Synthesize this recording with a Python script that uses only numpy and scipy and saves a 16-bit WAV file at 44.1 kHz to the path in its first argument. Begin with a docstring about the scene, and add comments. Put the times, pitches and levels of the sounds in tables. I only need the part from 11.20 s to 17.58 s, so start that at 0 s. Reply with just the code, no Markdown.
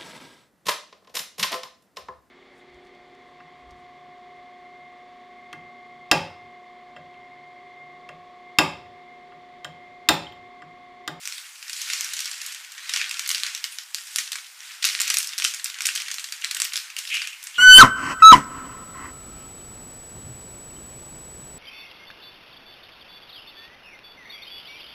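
"""Spice packet over a steel tray

A hand works a plastic packet in a small kitchen: the film buckles in sharp snaps (step plus ringing
flutter) and crackles finely (ticks and noise in three bands). Powder slides in the hollow of the bag
(resonated grains), steel clinks in three quick touches (decaying modes). Behind: air, faint hum, hiss."""
import sys
import numpy as np
from scipy import signal
from scipy.fft import rfft, irfft
from scipy.io import wavfile
from scipy.ndimage import uniform_filter1d, minimum_filter1d

SR = 44100
rng = np.random.default_rng(int(sys.argv[2]) if len(sys.argv) > 2 else 0)


def generate_wav(sig):
    """Save sig (samples, or channels by samples) to the path in sys.argv[1] as 16-bit PCM at SR."""
    pcm = np.round(np.clip(np.atleast_2d(sig).T, -1, 1) * 32767).astype(np.int16)
    wavfile.write(sys.argv[1], SR, pcm)


N = 281358


def gain_of(db):
    """Decibels to amplitude."""
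    return 10 ** (np.asarray(db) / 20)


def evened(x):
    """Scales to rms 1."""
    return x / np.sqrt(np.mean(x ** 2) + 1e-20)


def read(points, hz):
    """Interpolates a curve at hz, straight on a log axis."""
    point_hz, value = np.transpose(points)
    return np.interp(np.log(hz + 1), np.log(point_hz + 1), value)


def add(mix, start_s, sound):
    """Mixes a sound in at start_s."""
    part = mix[round(start_s * SR):][:len(sound)]
    part += sound[:len(part)]


def colour(x, points):
    """Causal minimum-phase filter with the given spectrum."""
    spectrum_db = np.maximum(read(points, np.fft.rfftfreq(4096, 1 / SR)), -100)
    half = np.log(gain_of(spectrum_db))
    full = np.conj(signal.hilbert(np.r_[half, half[-2:0:-1]]))
    impulse = np.fft.ifft(np.exp(full)).real[:2048]
    return signal.oaconvolve(x, impulse)[:len(x)]


def resonate(x, hz, width_hz):
    """Resonance of gain 1: shifts hz down to zero, smooths, shifts back."""
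    turn = np.exp(2j * np.pi * np.cumsum(hz * np.ones(len(x))) / SR)
    pole = np.exp(-np.pi * width_hz / SR)
    return 2 * (turn * signal.lfilter([1 - pole], [1, -pole], x / turn + 1e-18)).real


def ticks(per_s, spread_db, ring_ms):
    """Random slips of uneven size, each a short dying burst of noise."""
    size = gain_of(spread_db * np.minimum(rng.exponential(1, N), 4))
    slips = size * (rng.random(N) < per_s / SR)
    dying = signal.lfilter([1], [1, -np.exp(-1000 / (ring_ms * SR))], slips)
    return evened(dying * rng.standard_normal(N))


# Buckles of the film. Each row: start in seconds, energy in dB (0 = rms 1 for 1 ms),
# ring of the patch in Hz, brightness in dB per octave, flutter decay in ms.
BUCKLES = [(.0351, -31, 5210, 5, 3.1), (0.0549, -21, 5800, 3.5, 3.9), (0.0749, -18, 2600, 8, 0.68),
           (0.124, -22.5, 5100, 1, 1.6), (.181, -26, 3570, 5, 1.8), (.3555, -34, 5250, 0, 3.2),
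           (0.4266, -26, 2180, 1, 4.6), (.481, -28, 5470, 1, 3.3), (.496, -21.5, 4070, 4, 2.6),
           (.531, -19, 5300, 4, 4), (0.616, -18, 6420, 5.5, 5.7), (0.6892, -28, 5470, 3, 2.7),
           (.7, -14.5, 2600, 0, 3.6), (0.7337, -12.5, 5800, 2.5, 3.4), (.8088, -14.5, 5900, 6, 1.3),
           (0.8446, -18.5, 5600, 9, 4.4), (0.935, -17.5, 6100, 5, 4.6), (0.9668, -20.5, 6200, 3, 4.6),
           (0.9912, -17.5, 4520, 5.5, 3.5), (1.004, -17.5, 5800, 6.5, 3), (1.0216, -25, 4780, 2.5, 2.2),
           (1.045, -26, 4600, 6, 3.5), (1.0567, -17.5, 5470, 3.5, 4.8), (1.1136, -20.5, 7450, 1, 3.1),
           (1.1795, -32, 8050, 8, 2.8), (1.216, -21.5, 5000, 6, 2.8), (1.263, -21, 7700, 7, 2.4),
           (1.322, -26, 7670, 6, 5.1), (1.347, -24.5, 2260, 4, 2.3), (1.447, -28.5, 2200, 2, 3.2),
           (1.52, -29, 5900, 8, 2.8), (1.5794, -25, 2110, -2, 5.9), (1.6933, -16, 2670, 1, 4.7),
           (1.737, -10.5, 5550, 0.5, 4.1), (1.7618, -12.5, 6000, 0, 1.7), (1.772, -15, 6100, 1, 4.6),
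           (1.8144, -12, 2340, -7, 2.1), (1.842, -19.5, 1970, -9, 2.3), (1.894, -21.5, 4780, 5, 2.2),
           (1.9114, -16, 2420, 3, 2.2), (1.9423, -22, 3790, 2, 2.4), (1.97, -24, 2500, -1, 3.2),
           (1.9944, -14, 2230, 4, 2), (2.0607, -20, 5050, -2.5, 4.2), (2.0753, -18.5, 4780, 13, 3.8),
           (2.091, -12.5, 3100, 6.5, 2.6), (2.1032, -13, 6750, 1, 2.7), (2.114, -12, 2100, 4, 2.7),
           (2.147, -11.5, 4440, .6, 3.6), (2.1574, -19, 5800, 3, .6), (2.181, -19.5, 6500, 2, 0.66),
           (2.2345, -12, 4260, 2.5, 0.91), (2.265, -17, 4650, 0.5, 3.8), (2.349, -16.5, 5660, 3.5, 2.5),
           (2.376, -26, 1940, 2, 2.1), (2.4414, -17, 3000, -10, 3.2), (2.4416, -14, 5300, 7.5, 1),
           (2.466, -39, 2580, 7, 3.3), (2.586, -19, 5200, -1, 1.4), (2.7463, -13.5, 4800, 8, 0.43),
           (2.7828, -24, 5400, -3, 2.9), (2.8713, -30, 5300, 6, 5.6), (2.9599, -10.5, 5260, 9.5, 1.1),
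           (2.9845, -12, 6340, 5, 4.1), (2.985, -14.5, 1940, -12, 2), (3.0761, -25, 4030, -2, 2.8),
           (3.1188, -17.5, 3620, 7, 1.7), (3.1218, -24, 5300, 2, 1.8), (3.1301, -19, 4050, 1.5, 1.7),
           (3.1557, -18, 2130, -1, 3.5), (3.185, -27, 3540, -7, 3.9), (3.2449, -34, 5630, -2, 2.3),
           (3.4052, -30, 5600, 1, 1.2), (3.6249, -17.5, 3640, -.5, 3.7), (3.629, -14.5, 2480, 0, 2.4),
           (3.6427, -3, 4730, 1, 0.43), (3.6492, -7, 3830, 3.5, 5.1), (3.6538, -13, 4700, 12, 1.4),
           (3.6688, -17, 4820, 2, 1.7), (3.6891, -15.5, 2300, -2, 1.7), (3.6989, -17, 2150, -2, 1.9),
           (3.7504, -13, 4360, -2, 1.1), (3.779, -25, 2450, 5, 1.9), (3.79, -19, 2500, -5, 3.4),
           (3.8012, -12.5, 5000, 6, 0.6), (3.8055, -11, 7240, 5.5, 1.2), (3.8158, -11, 3860, 9, 1.9),
           (3.8527, -27, 4570, 3, 1.8), (3.8726, -23, 5470, 0, 1.4), (3.878, -14, 2380, 5.5, 3.2),
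           (3.9013, -8, 5260, 3.5, 1.9), (3.9047, -12.5, 2870, -10, 4.9), (3.941, -10.5, 2370, 6, 4.5),
           (3.9699, -8, 5500, 4.5, 2), (3.985, -9.5, 9300, 16, 2), (4.0287, -20, 4230, 9, 2.4),
           (4.045, -23, 3700, 7, 2.1), (4.0725, -19, 5560, 10, 2.5), (4.0917, -24.5, 5340, 2, 1.1),
           (4.1274, -27, 3530, -1, 2.5), (4.1339, -22, 3660, 0, 2.7), (4.18, -15.5, 5300, 5.5, 2.8),
           (4.185, -15, 4360, 4.5, 3.1), (4.1998, -17, 3570, 4, .4), (4.222, -13.5, 3070, -3, 1.1),
           (4.243, -10.5, 5560, 7, 3.1), (4.2486, -6, 3160, -1, 2.1), (4.278, -22, 4260, 6, 1.8),
           (4.3384, -19.5, 2330, 1, 2), (4.3451, -19.5, 6680, 6.5, 2.1), (4.3968, -24, 1690, -1.5, 2.5),
           (4.4436, -13.5, 5500, 15, 2.2), (4.4587, -18, 5640, -5, 1.9), (4.4996, -23, 4450, 1.5, 2),
           (4.543, -23.5, 4000, -3, 2.6), (4.587, -23.5, 2310, 0, 3.4), (4.6065, -15, 2230, 1, 2.6),
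           (4.62, -18, 5000, 6, 1.5), (4.654, -14.5, 2180, -0.5, 1.7), (4.6569, -10, 5330, 6, 2.8),
           (4.668, -10, 7800, 8, 1.6), (4.6889, -12, 2670, -2, 1.6), (4.752, -16.5, 5800, 6, 5.4),
           (4.7595, -14.5, 4280, 4.5, 2.4), (4.7746, -16.5, 3140, 0, 5), (4.8009, -20.5, 3490, 0, 3.1),
           (4.82, -21.5, 2330, 4.5, 1.7), (4.8831, -20, 2260, 0.5, 2.6), (4.9036, -24, 2500, -2, 2.3),
           (4.9138, -16.5, 6030, 2, 3.5), (4.9417, -20, 5100, 8, 2.5), (4.9833, -19.5, 4220, -3, 1.7),
           (4.9961, -22.5, 4400, 1.5, 2.1), (5.042, -19.5, 4360, 3, 3.6), (5.0873, -28.5, 3400, 0, 2.5),
           (5.123, -17.5, 4730, 3.5, 2.7), (5.214, -28, 7800, 1, 4.7), (5.2222, -24, 2860, -4, .8),
           (5.2407, -18, 2340, -5, 2.9), (5.2455, -12.5, 3970, 3.5, 1.2), (5.311, -14, 4550, 3, 3),
           (5.3475, -16, 8700, 5.5, 2.5), (5.3667, -18, 3660, -4, 5.4), (5.369, -21, 7940, 12, 2.8),
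           (5.401, -12, 7950, 5.5, 1.5), (5.4188, -8.5, 8200, 3.5, 1.04), (5.4446, -19.5, 4950, 22, 4.2),
           (5.451, -16.5, 5660, 3, 2.7), (5.522, -24, 2370, -10, 2.1), (5.5347, -17.5, 4300, 6, 4.4),
           (5.539, -22, 2440, -9, 2.1), (5.5573, -14.5, 3600, 3.5, 2.4), (5.567, -15.5, 5270, 8, 1.8),
           (5.5756, -16, 4570, 5, .9), (5.6005, -26, 4440, -3, 3.6), (5.7015, -25.5, 2580, -1.5, 3.9),
           (5.7659, -17.5, 2820, 4.5, 1.4), (5.785, -19, 2940, 4.5, 5.3), (5.789, -18.5, 6140, 8, 2.6),
           (5.8516, -24, 3000, -2, 2.6), (5.8738, -22, 3630, -2, 3), (5.903, -31, 2430, 6, 1.8),
           (5.942, -16, 2670, 2, 4.2), (5.952, -21, 2630, 5, 4.2), (5.97, -17, 2380, -3, .96),
           (6.0184, -16, 4480, -2, 2), (6.043, -26, 2500, -9, 4.6), (6.0729, -19, 2560, 0.5, 2.1),
           (6.13, -27.5, 2630, -3, 3.7), (6.2286, -28.5, 2710, 3, 1.2), (6.239, -26.5, 7700, 19, 3.1),
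           (6.27, -23, 8250, 1, 3.3)]
# Tone of the packet. Each row: frequency in Hz, relative density in dB per Hz.
FILM_SPECTRUM = [(150, -93.5), (250, -50.5), (433, -47), (471, -35), (1430, -1.5), (2480, 2), (3560, -0.5),
                 (5190, -1), (7820, -5.5), (14000, -21), (15000, -25)]
STEP_DB, STEP_DB_PER_MS = 12, -3.5  # step over flutter: the shorter the flutter, the harder the step
DEPTH_DB, DEPTH_PER_TILT = -2, .7  # gain under 1.7 kHz, rising with the brightness


def snaps():
    """Each buckle: an abrupt step, then a flutter of the freed patch, ringing at its own pitch."""
    out, t = np.zeros(N), np.arange(512) / SR
    hz = np.fft.rfftfreq(1024, 1 / SR)
    deep = 1 / (1 + (hz / 1700) ** 6)
    octaves = np.log2(np.clip(hz, 2000, 14000) / 4500)
    fade = signal.windows.tukey(2 * len(t), .4)[len(t):]
    rows = BUCKLES + small_snaps()
    noises = rng.standard_normal((len(rows), 512))
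    for (start_s, db, ring_hz, tilt_db, decay_ms), noise in zip(rows, noises):
        flutter = noise * np.exp(-1000 * t / max(decay_ms, .2)) * np.minimum(t / .0001, 1)
        step_db = STEP_DB + STEP_DB_PER_MS * decay_ms
        step = gain_of(step_db) * np.exp(-((t - .0002) / .00003) ** 2)
        drive = (flutter + step) * fade
        depth_db = DEPTH_DB + DEPTH_PER_TILT * tilt_db
        tone = gain_of(tilt_db * octaves + depth_db * deep)
        drive = irfft(rfft(np.r_[np.zeros(32), drive], 1024) * tone)  # 32 samples of lead-in
        ringing = drive + 1.42 * resonate(drive, ring_hz, 0.15 * ring_hz)
        sound = colour(ringing, FILM_SPECTRUM)
        duration_ms = len(sound) / SR * 1000
        add(out, start_s - 32 / SR, gain_of(db) * evened(sound) / np.sqrt(duration_ms))
    return out


SMALL_COUNT = 45
SMALL_DB, SMALL_SPREAD_DB = 10.5, 1.5  # over the crackle of the moment
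SMALL_HZ, SMALL_TILT_DB, SMALL_MS = (2270, 6650), (0, 4), (1.8, 5.9)  # ranges: ring, brightness, decay


def small_snaps():
    """More buckle rows, at random moments, their energy following the crackle."""
    when, size, ring, tilt, decay = rng.random((SMALL_COUNT, 5)).T
    start_s = .02 + when * (N / SR - .05)
    db = crackle_db(start_s) + SMALL_DB + SMALL_SPREAD_DB * (2 * size - 1)
    ring_hz = np.exp(np.interp(ring, [0, 1], np.log(SMALL_HZ)))
    tilt_db = np.interp(tilt, [0, 1], SMALL_TILT_DB)
    decay_ms = np.interp(decay, [0, 1], SMALL_MS)
    return list(zip(start_s, db, ring_hz, tilt_db, decay_ms))


# The hand on the packet. Each row: time in seconds, crackle level in dB,
# added brightness of the edge over the body in dB.
HANDLING = [(0, -49.5, 6), (.13, -41.5, 4), (.23, -46, 2), (.36, -52.5, 1.5), (.46, -48, 3),
            (.58, -37.5, 6), (.66, -37, 3), (.75, -32, -0.5), (.88, -38.5, 1), (1.04, -38, 1),
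            (1.17, -42, 1), (1.3, -40, 2.5), (1.48, -51, -3), (1.62, -45.5, -4), (1.76, -33.5, -3),
            (1.9, -41, -5), (2.05, -41, -1), (2.13, -39.5, 5), (2.3, -38, -4.5), (2.44, -49, -1),
            (2.57, -48.5, 1), (2.71, -55.5, 4), (2.8, -48.5, 8), (2.93, -44, 6.5), (3.02, -38, 5),
            (3.09, -49, 2), (3.18, -48.5, 3), (3.36, -54.5, 3), (3.46, -44.5, -2.5), (3.53, -44.5, 0),
            (3.6, -50.5, -4), (3.68, -33, 6), (3.79, -40.5, -1.5), (3.89, -32, -1), (4.03, -39, 6),
            (4.16, -47, -4), (4.26, -35, 5), (4.41, -47, 3), (4.56, -48, -4), (4.7, -36, 1),
            (4.85, -42.5, -3), (5.03, -47, 4), (5.2, -48.5, 0), (5.36, -45, -4), (5.5, -46, -0.5),
            (5.62, -42.5, 4), (5.73, -51.5, -6), (5.85, -45.5, 6), (5.97, -37, 1), (6.12, -52.5, 0),
            (6.22, -53, 1), (6.38, -47.5, -2)]
SETTLE_DB, SETTLE_S = -24.5, 0.023  # start level against the buckle, decay of power


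def crackle_db(t):
    """Level of the crackle: the hand's effort plus the film settling after each listed buckle."""
    start_s, db = np.transpose(BUCKLES)[:2]
    after_s = t[:, None] - start_s
    dying = np.exp(-np.maximum(after_s, 0) / SETTLE_S) * (after_s > 0)
    settle_power = (gain_of(db + SETTLE_DB) ** 2 * dying).sum(1)
    hand_db = np.interp(t, *np.transpose(HANDLING)[:2])
    return 10 * np.log10(gain_of(hand_db) ** 2 + settle_power)


# edge and body follow the crackle in part, around MEAN_DB
CRISP_DB, CRISP_FOLLOW, BODY_DB, BODY_FOLLOW, MEAN_DB = -47, 0.77, -48, 0.69, -44


def crackle():
    """Thousands of tiny creases over noise; body, middle and crisp edge follow the hand."""
    creases = ticks(2500, 4.9, 0.64) + 1.45 * rng.standard_normal(N)
    grains = evened(colour(creases, FILM_SPECTRUM))
    hz, t, z = signal.stft(grains, SR, nperseg=256)
    power = np.mean(abs(z) ** 2, 1)
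    bands_hz = ((3500, 7000), (7000, 15000), (900, 1900))  # middle, edge, body
    shares = [power[(hz > lo) & (hz < hi)].sum() / power.sum() for lo, hi in bands_hz]
    level_db = crackle_db(t)
    bright_db = np.interp(t, *np.transpose(HANDLING)[::2])
    crisp_db = CRISP_DB + CRISP_FOLLOW * (level_db - MEAN_DB) + bright_db / 2
    body_db = BODY_DB + BODY_FOLLOW * (level_db - MEAN_DB) - bright_db / 2
    levels_db = (level_db, crisp_db, body_db)
    middle, crisp, body = (db - 10 * np.log10(share) for db, share in zip(levels_db, shares))
    # -1 body, 0 middle, 1 edge
    up = np.interp(np.log(hz + 1), np.log([1500, 4500, 10000]), [-1, 0, 1])[:, None]
    gain_db = (1 - abs(up)) * middle + np.maximum(up, 0) * crisp + np.maximum(-up, 0) * body
    smooth = uniform_filter1d(rng.standard_normal(z.shape[::-1]), 8, 0)
    patches = evened(uniform_filter1d(smooth, 8, 1)).T  # uneven over time and pitch
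    return signal.istft(z * gain_of(gain_db + 1.5 * patches), SR, nperseg=256)[1][:N]


# Powder slides. Each row: loudest moment in seconds, level there in dB, pitch of the hollow in Hz,
# rise in dB per second, fall in dB per second.
SLIDES = [(.72, -37, 2720, 400, 148), (1.819, -29, 2160, 222, 259), (5.905, -26.5, 2530, 3000, 122),
          (5.96, -25.5, 2700, 250, 154), (6.14, -44, 2350, 150, 117), (6.348, -35.5, 3100, 1200, 5)]
HOLLOW_WIDTH_HZ = 1250  # of each of three resonances in a row


def powder():
    """Grains tumbling on the film excite the air hollow of the bag."""
    t, out = np.arange(N) / SR, np.zeros(N)
    grains = colour(ticks(4000, 2.1, 1.4), FILM_SPECTRUM)
    for peak_s, db, hz, rise_db, fall_db in SLIDES:
        level_db = db - np.maximum(rise_db * (peak_s - t), fall_db * (t - peak_s))
        span = level_db > -65
        hollow = grains[span]
        for _ in range(3):
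            hollow = resonate(hollow, hz, HOLLOW_WIDTH_HZ)
        out[span] += gain_of(level_db[span]) * evened(hollow)
    return out


# Touches of the steel. Each row: start in seconds, level in dB before the bass is thinned.
TOUCHES = [(2.511, -50), (2.518, -44), (2.541, -49)]
# Modes of the steel. Each row: frequency in Hz, level in dB before the bass is thinned, t60 in seconds.
STEEL_MODES = [(4650, 0, .12), (9050, -1, .12), (9420, 0, .07), (9690, 3, .05), (10300, -2, .05),
               (11250, -6, .12), (11400, -8, .15), (13450, -12, .15), (13700, -14, .15)]


def clinks():
    """A small steel thing is brushed: each touch is a few ms of scraping into its modes."""
    out, t = np.zeros(N), np.arange(SR // 2) / SR
    ring = sum(gain_of(db - 60 * t / t60_s) * np.sin(2 * np.pi * hz * t) for hz, db, t60_s in STEEL_MODES)
    scrapes = rng.standard_normal((len(TOUCHES), 200)) * np.hanning(200)
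    for (start_s, db), scrape in zip(TOUCHES, scrapes):
        add(out, start_s, gain_of(db) * np.convolve(ring, scrape / np.linalg.norm(scrape)))
    return np.diff(out, prepend=0)  # thin steel radiates no bass


# Decay of the kitchen. Each row: frequency in Hz, t60 in seconds.
KITCHEN_T60 = [(1000, 0.22), (3000, 0.18), (8000, 0.19), (15000, 0.25)]


def room(x):
    """Sparse reflections of random sign from tray and walls, each band dying at its own speed."""
    taps = np.zeros(SR // 2)
    at = np.arange(120, len(taps) - 20, 10)
    taps[at + rng.integers(0, 10, len(at))] = rng.choice([-1., 1.], len(at))
    hz, t, z = signal.stft(taps, SR, nperseg=256)
    decay = gain_of(-60 * t / read(KITCHEN_T60, hz)[:, None])
    tail = signal.istft(z * decay, SR, nperseg=256)[1]
    return signal.fftconvolve(x, tail / np.linalg.norm(tail))[:N]


# Kitchen air. Each row: frequency in Hz, relative density in dB per Hz.
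AIR_SPECTRUM = [(20, -48), (200, -45), (350, -25.5), (600, -14), (900, -4), (2200, -1), (5000, -6),
                (10000, -11.5), (15000, -17.5)]
AIR_DB = -50.5
# Hum of a distant appliance. Each row: frequency in Hz, width in Hz, level in dB.
HUM_LINES = [(352.2, 6.8, -90.5), (478, 7.3, -86.5)]


def air():
    """Steady noise of the kitchen with two wavering hum lines, each noise through narrow resonances."""
    out = gain_of(AIR_DB) * evened(colour(rng.standard_normal(N), AIR_SPECTRUM))
    for hz, width_hz, db in HUM_LINES:
        narrow = resonate(rng.standard_normal(N), hz, width_hz)
        out += gain_of(db) * evened(resonate(narrow, hz, width_hz))
    return out


def scene():
    """Packet and steel in the kitchen, the same in both channels."""
    near = snaps() + clinks()
    rustle = crackle() + powder()
    reflections = gain_of(-6.0) * room(near) + gain_of(-10.0) * room(rustle)
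    mid = near + rustle + reflections + air()
    return np.array([mid, mid])


# Overall tone: slightly thinned lows, steep treble cut above 15.2 kHz.
# Each row: frequency in Hz, gain in dB.
OVERALL_TONE = [(150, -1), (320, -5), (15150, 0), (15350, -25.5), (17000, -30.5)]
# Hiss of each amplifier channel. Each row: frequency in Hz, relative density in dB per Hz.
HISS_SPECTRUM = [(300, -40), (1000, -31), (3000, -23), (6000, -11.5), (10000, 1.5), (14000, 6),
                 (15100, 0.5), (15300, -34.5)]
HISS_DB, EDGE_HZ = -59.5, 16900


def record(dry):
    """Overall tone, a fast peak limiter, each channel's own hiss, band limit."""
    mid = colour(dry.mean(0), OVERALL_TONE)
    headroom = np.minimum(.92 / (abs(mid) + 1e-9), 1)
    held = uniform_filter1d(minimum_filter1d(headroom, size=129), size=65)
    limited = mid * uniform_filter1d(held, size=64)
    noises = rng.standard_normal((2, N))
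    hiss = [gain_of(HISS_DB) * evened(colour(noise, HISS_SPECTRUM)) for noise in noises]
    lowpass = signal.firwin(255, EDGE_HZ, window=("kaiser", 9), fs=SR)
    return signal.oaconvolve(limited + np.array(hiss), lowpass[None], "same")


dry = scene()
out = record(dry)
generate_wav(out)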